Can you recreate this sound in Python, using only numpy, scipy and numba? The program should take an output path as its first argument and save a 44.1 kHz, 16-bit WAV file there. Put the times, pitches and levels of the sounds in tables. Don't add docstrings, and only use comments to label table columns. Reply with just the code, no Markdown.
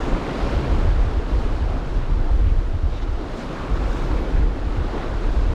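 import sys
import numpy as np
from scipy import signal
from scipy.fft import rfft, irfft, next_fast_len
from scipy.io import wavfile
from scipy.ndimage import uniform_filter1d, map_coordinates
from numba import njit

SR = 44100
rng = np.random.default_rng(int(sys.argv[2]) if len(sys.argv) > 2 else 0)


def waveform_to_disk(signal):
    frames = np.transpose(np.atleast_2d(signal))
    scaled = np.clip(frames, -1, 1) * 32767
    samples = np.round(scaled).astype(np.int16)
    wavfile.write(sys.argv[1], SR, samples)


N = 244314

# (time [s], relative level [dB])
BREEZE_LEVELS = [(0, -26), (.35, -30), (.62, -27), (.8, -22), (1.1, -22.5), (1.25, -26), (1.8, -24),
                 (2.4, -24), (2.68, -23), (3.12, -24), (3.34, -33), (3.64, -31.5), (3.78, -24), (4.5, -25),
                 (4.75, -26), (5.02, -28.5), (5.2, -22), (5.54, -24)]
# (start [s], length [s], relative level [dB], eddy pace [1/s], relative quick flutter [dB])
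GUSTS = [(0.109, 0.044, -18.5, 27, -32), (0.416, 0.056, -20, 39.7, -12), (0.532, 0.062, -17.5, 47.5, -22),
         (0.7, 0.058, -17.5, 39.4, -7), (0.788, 0.027, -19.5, 44.4, -5), (0.846, 0.071, -16.0, 45, -13),
         (0.952, 0.13, -17, 37.2, -12.5), (1.151, 0.05, -18.5, 44, -25), (1.323, 0.079, -17.5, 40, -12),
         (1.436, 0.032, -17, 41, -17), (1.497, 0.032, -21.5, 37, -3.5), (1.604, 0.065, -18.5, 35, -7.5),
         (1.686, 0.031, -21, 38, -16), (1.954, 0.038, -15.0, 46.4, -13), (2.018, 0.031, -22.5, 27, -3),
         (2.1, 0.079, -17.5, 42, -14), (2.195, 0.042, -19, 41, 0), (2.3, 0.099, -15, 36.2, -26),
         (2.408, 0.13, -16.0, 41, -12), (2.558, 0.041, -16.5, 41.5, -20), (2.734, 0.038, -17, 43, -16.5),
         (2.826, 0.064, -17.0, 40.3, -16), (3.085, 0.033, -20, 39, -17), (3.712, 0.036, -18, 38, -9),
         (3.852, 0.067, -20, 36, -31), (4.085, 0.093, -21, 37, -13), (4.194, 0.023, -21.0, 43.1, -12),
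         (4.327, 0.081, -15, 35, -11.5), (4.416, 0.072, -16.5, 43.6, -22), (4.595, 0.023, -16.5, 35.3, -19),
         (4.66, 0.021, -21.5, 35, -15), (4.764, 0.059, -21.5, 46.3, 0.5), (5.128, 0.034, -23.5, 34.2, -4),
         (5.254, 0.072, -18, 33, -23.5), (5.35, 0.1, -19, 39.7, -8), (5.456, 0.075, -20.0, 40.6, -2.5)]
# (frequency [Hz], gain [dB])
EDDY_TONE = [(8, -22), (17, -11), (25, -1), (33, -0.5), (48, -3.7), (66, -12.5), (92, -22.5), (128, -29.5),
             (185, -46), (400, -45), (1500, -89), (6000, -130)]
# (time [s], length [s], level [dB])
SLEEVE_STROKES = [(2.94, 0.051, -53), (2.982, .036, -49.5), (3.028, 0.017, -47.5)]
# (frequency [Hz], gain [dB])
CLOTH_TONE = [(1500, -20), (2500, -8.5), (2950, -5), (3250, -9), (3780, -1), (4400, -13), (5900, -15),
              (7000, -19), (8000, -29), (14000, -52)]
# (time [s], length [s], pitch [Hz], level [dB])
AIR_CLOUDS = [(0.625, 0.13, 124, -28.5), (1.782, 0.16, 137, -36.5), (2.05, 0.17, 134.7, -32.5),
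              (3.488, 0.071, 160.3, -35.5), (3.802, 0.13, 177.1, -38.5), (4.076, .14, 135.4, -31),
              (4.369, 0.076, 135.2, -29.5)]
# (start [s], pitch [Hz], ring time [cycles], relative level [dB])
AIR_POCKETS = [(2.255, 336.7, 30, -24), (3.506, 287.7, 30, -22), (4.1, 290, 31, -20),
               (4.93, 349.3, 29, -19)]
# (time [s], length [s], bubble pitch [Hz], relative level [dB])
WATER_SLAPS = [(0.043, 0.21, 6100, -51), (.45, 0.2, 3760, -45), (.5, 0.34, 2600, -42),
               (0.403, .2, 272, -27.5), (.53, .22, 12800, -71), (1.727, 0.099, 596, -33),
               (1.78, 0.11, 297, -32.5), (2.277, 0.052, 790, -33.5), (2.477, 0.064, 2370, -45.5),
               (2.45, .45, 8806, -68.5), (3.232, 0.12, 318, -35), (3.394, 0.036, 5880, -52),
               (3.395, .05, 12100, -70.5), (3.617, 0.2, 1131, -34.5), (3.94, 0.26, 6326, -54),
               (4.0, .36, 11790, -65.5), (4.116, 0.061, 800, -34), (4.18, 0.024, 2070, -39),
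               (4.209, 0.0057, 12700, -61.5), (4.383, 0.14, 1595, -41.5), (4.942, 0.039, 430, -27.5),
               (4.979, 0.041, 850, -33.5), (5.03, 0.05, 1198, -35), (5.027, 0.074, 3210, -45)]
# (frequency [Hz], gain [dB])
SPRAY_TONE = [(1000, -11), (2500, 2.5), (4000, 3), (5200, -1.5), (6000, -4), (7000, -6.5), (8000, -11),
              (9000, -13), (10500, -17), (11700, -22.5), (12500, -21), (14000, -28), (15500, -35)]
# (frequency [Hz], gain [dB])
PLUNGE_TONE = [(60, -10), (135, -13), (195, -9), (250, -3), (305, -1.5), (390, -6), (520, -9), (750, -21.5),
               (1500, -45), (4000, -84)]
# (frequency [Hz], gain [dB])
WASH_TONE = [(170, -37), (350, 1), (550, 0), (750, 0), (1000, -2), (1350, -4), (1850, -10.5), (2600, -15),
             (3700, -20), (5000, -27.5), (8000, -40.5), (15000, -73)]
# (time [s], relative level [dB])
SURF_LEVELS = [(0, -31), (.45, -31.5), (1.15, -35.5), (1.45, -36), (1.75, -37), (2.4, -39), (2.75, -41.5),
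               (3.15, -38.5), (3.36, -36.5), (3.6, -35), (4.17, -34.5), (4.5, -38), (4.82, -36.5),
               (4.99, -33.5), (5.1, -36), (5.54, -35.5)]
# (time [s], length [s], plunge change [dB], spray change [dB])
WAVE_CRESTS = [(0.134, 0.082, 3.5, -2), (0.516, 0.28, 1.5, 2.5), (0.78, 0.097, 3.5, 2),
               (1.39, 0.14, 2, 2.5), (3.41, 0.18, 0.5, 3), (3.906, 0.25, 1.5, 1.7), (4.22, 0.26, 2.5, 1.1),
               (5.33, 0.31, 1.5, 1.4)]

BREEZE_EDDIES_PER_S = 34
GUST_RISE_S, GUST_FALL_S = 0.018, 0.0279
GULP_GLIDE, GULP_RISE_S = 0.075, 0.024
FULL_SURF_DB = -32
PLUNGE_DB, WASH_DB, SPRAY_DB = -31, -31.5, -49.5
PLUNGE_FOLLOW, SPRAY_FOLLOW = 0.67, 0.61


def undb(db):
    return 10 ** (np.asarray(db) / 20)


def unit(x):
    return x / np.sqrt(np.mean(x ** 2))


def colour(x, tone):
    hz, db = np.transpose(tone)
    freqs = np.maximum(np.fft.rfftfreq(len(x), 1 / SR), 1)
    gain = undb(np.interp(np.log(freqs), np.log(hz), db))
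    return unit(irfft(rfft(x) * gain, len(x)))


def band(x, hz, octaves):
    edges = np.minimum(hz * 2 ** (np.array([-.5, .5]) * octaves), SR / 2 - 1)
    return unit(signal.sosfilt(signal.butter(2, edges, "band", fs=SR, output="sos"), x))


def wander(per_s):
    hold = max(int(SR / per_s), 1)
    steps = np.repeat(rng.standard_normal(N // hold + 2), hold)[rng.integers(hold):][:N]
    return unit(uniform_filter1d(uniform_filter1d(steps, hold), hold))


def curve(table):
    return np.interp(np.arange(N) / SR, *np.transpose(table))


def swell(at, length):
    return np.exp(-2 * ((np.arange(N) / SR - at) / length) ** 2)


def burst(x, at, length):
    shape = swell(at, length)
    return x * shape / np.sqrt(np.sum((x * shape) ** 2) / np.sum(shape ** 2))


def gust(start, length):
    t = np.arange(N) / SR - start
    return np.clip(.5 + t / GUST_RISE_S, 0, 1) * np.clip(.5 + (length - t) / GUST_FALL_S, 0, 1)


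def eddies(per_s, evenness):
    swirls = colour(rng.standard_normal(2 * N), EDDY_TONE)
    position = np.cumsum(per_s / BREEZE_EDDIES_PER_S)
    pressure = signal.hilbert(map_coordinates(swirls, [position], mode="mirror"))
    strength = np.sqrt(uniform_filter1d(np.abs(pressure) ** 2, SR // 30))
    return unit(pressure.real / strength ** evenness)


def wind():
    breeze = undb(curve(BREEZE_LEVELS) + 1.82 * wander(per_s=23))
    power = breeze ** 2
    pace_sum = BREEZE_EDDIES_PER_S * power
    flutter_power = undb(-8) ** 2 * power
    for start, length, db, per_s, flutter_db in GUSTS:
        gust_power = (undb(db) * gust(start, length)) ** 2
        power += gust_power
        pace_sum += per_s * gust_power
        flutter_power += undb(flutter_db) ** 2 * gust_power
    large_eddies = eddies(pace_sum / power, evenness=.62)
    quick_flutter = band(rng.standard_normal(N), hz=86.4, octaves=0.58)
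    pressure = np.sqrt(power) * large_eddies + undb(-5) * np.sqrt(flutter_power) * quick_flutter
    ceiling = .31
    return pressure / (1 + (pressure / ceiling) ** 4) ** (1 / 4)


def sleeve():
    threads = colour(rng.standard_normal(N), CLOTH_TONE)
    return sum(undb(db) * burst(threads, at, length) for at, length, db in SLEEVE_STROKES)


@njit
def ring(start, hz, cycles, strength, glide):
    out = np.zeros(N)
    for k in range(len(start)):
        life = cycles[k] * SR / hz[k]
        wave = strength[k] + 0j
        step = np.exp(2j * np.pi * hz[k] / SR - 5 / life)
        climb = np.exp(2j * np.pi * hz[k] / SR * glide / life)
        for i in range(start[k], min(start[k] + int(life), N)):
            out[i] += wave.imag
            wave *= step
            step *= climb
    return out


def bubbles(per_s, low_hz, high_hz, cycles, spread_db, glide):
    when, pitch, ring_time, force = rng.random((int(per_s * N / SR), 4)).T
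    start = (when * N).astype(np.int64)
    hz = np.minimum(low_hz * (high_hz / low_hz) ** pitch, SR / 2)
    loudness_db = -spread_db * np.log(np.maximum(force, .01))
    strength = hz * undb(loudness_db)
    return unit(ring(start, hz, cycles * (.5 + ring_time), strength, float(glide)))


def churn(low_hz, high_hz, flicker_db, flicker_per_s, bands=8):
    edges = np.geomspace(low_hz, high_hz, bands - 1)
    size = next_fast_len(N)
    band_number = np.searchsorted(edges, np.fft.rfftfreq(size, 1 / SR))
    spectrum = rfft(rng.standard_normal(size))
    drifts = [wander(flicker_per_s) for _ in range(bands + 1)]
    roar = 0
    for k in range(bands):
        noise = irfft(spectrum * (band_number == k), size)[:N]
        roar += noise * undb(flicker_db * (drifts[k] + drifts[k + 1]) / 2)
    return unit(roar)


def booms():
    noise = rng.standard_normal(N)
    return sum(undb(db) * burst(band(noise, hz, octaves=0.44), at, length)
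               for at, length, hz, db in AIR_CLOUDS)


def gulps():
    t, out = np.arange(N) / SR, 0
    for at, hz, cycles, db in AIR_POCKETS:
        start = np.array([int(at * SR)])
        note = ring(start, np.array([float(hz)]), np.array([float(cycles)]), undb([db]), GULP_GLIDE)
        out += note * np.clip((t - at) / GULP_RISE_S, 0, 1)
    return out


def splashes():
    cloud = bubbles(per_s=2500, low_hz=221, high_hz=14400, cycles=8.7, spread_db=-1, glide=0.25)
    hiss = undb(1) * rng.standard_normal(N)
    return sum(undb(db) * burst(band(cloud + hiss, hz, octaves=0.57), at, length)
               for at, length, hz, db in WATER_SLAPS)


def spray():
    drops = bubbles(per_s=3200, low_hz=2550, high_hz=15000, cycles=18, spread_db=2.5, glide=.05)
    fizz = churn(2600, 12000, flicker_db=0.2, flicker_per_s=15) + undb(-8.5) * drops
    return colour(fizz, SPRAY_TONE) * undb(0.53 * wander(per_s=30))


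def plunge(level_db):
    pockets = bubbles(per_s=700, low_hz=107.7, high_hz=798, cycles=10.2, spread_db=1, glide=0.13)
    water = churn(120, 770, flicker_db=2.5, flicker_per_s=4) + undb(-10.5) * pockets
    gurgle = colour(water, PLUNGE_TONE)
    rumble = band(rng.standard_normal(N), hz=135.5, octaves=1)
    rumble_db = 1.56 * (level_db - PLUNGE_DB) - 35
    return undb(level_db) * gurgle + undb(rumble_db) * rumble


def wash():
    crowd = bubbles(per_s=4200, low_hz=400, high_hz=5500, cycles=24, spread_db=2.2, glide=.08)
    water = churn(500, 4500, flicker_db=0.9, flicker_per_s=15) + undb(-6.5) * crowd
    return colour(water, WASH_TONE) * undb(0.37 * wander(per_s=26.31))


def scene():
    surge_db = curve(SURF_LEVELS) - FULL_SURF_DB
    plunge_db = PLUNGE_DB + PLUNGE_FOLLOW * surge_db
    spray_db = SPRAY_DB + SPRAY_FOLLOW * surge_db
    for at, length, plunge_change, spray_change in WAVE_CRESTS:
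        plunge_db += plunge_change * swell(at, length)
        spray_db += spray_change * swell(at, length)
    sea = plunge(plunge_db) + undb(WASH_DB + surge_db) * wash() + undb(spray_db) * spray()
    return (sea + undb(-4) * splashes() + gulps() + sleeve() + undb(1.2) * wind() + booms())[None]


def record(dry):
    low_hz, top_hz = 10, 15650
    thinned = signal.sosfilt(signal.butter(2, low_hz, "high", fs=SR, output="sos"), dry)
    faded = thinned * signal.windows.tukey(N, .002)
    return signal.sosfilt(signal.ellip(8, .2, 70, top_hz, fs=SR, output="sos"), faded)


dry = scene()
out = record(dry)
waveform_to_disk(out)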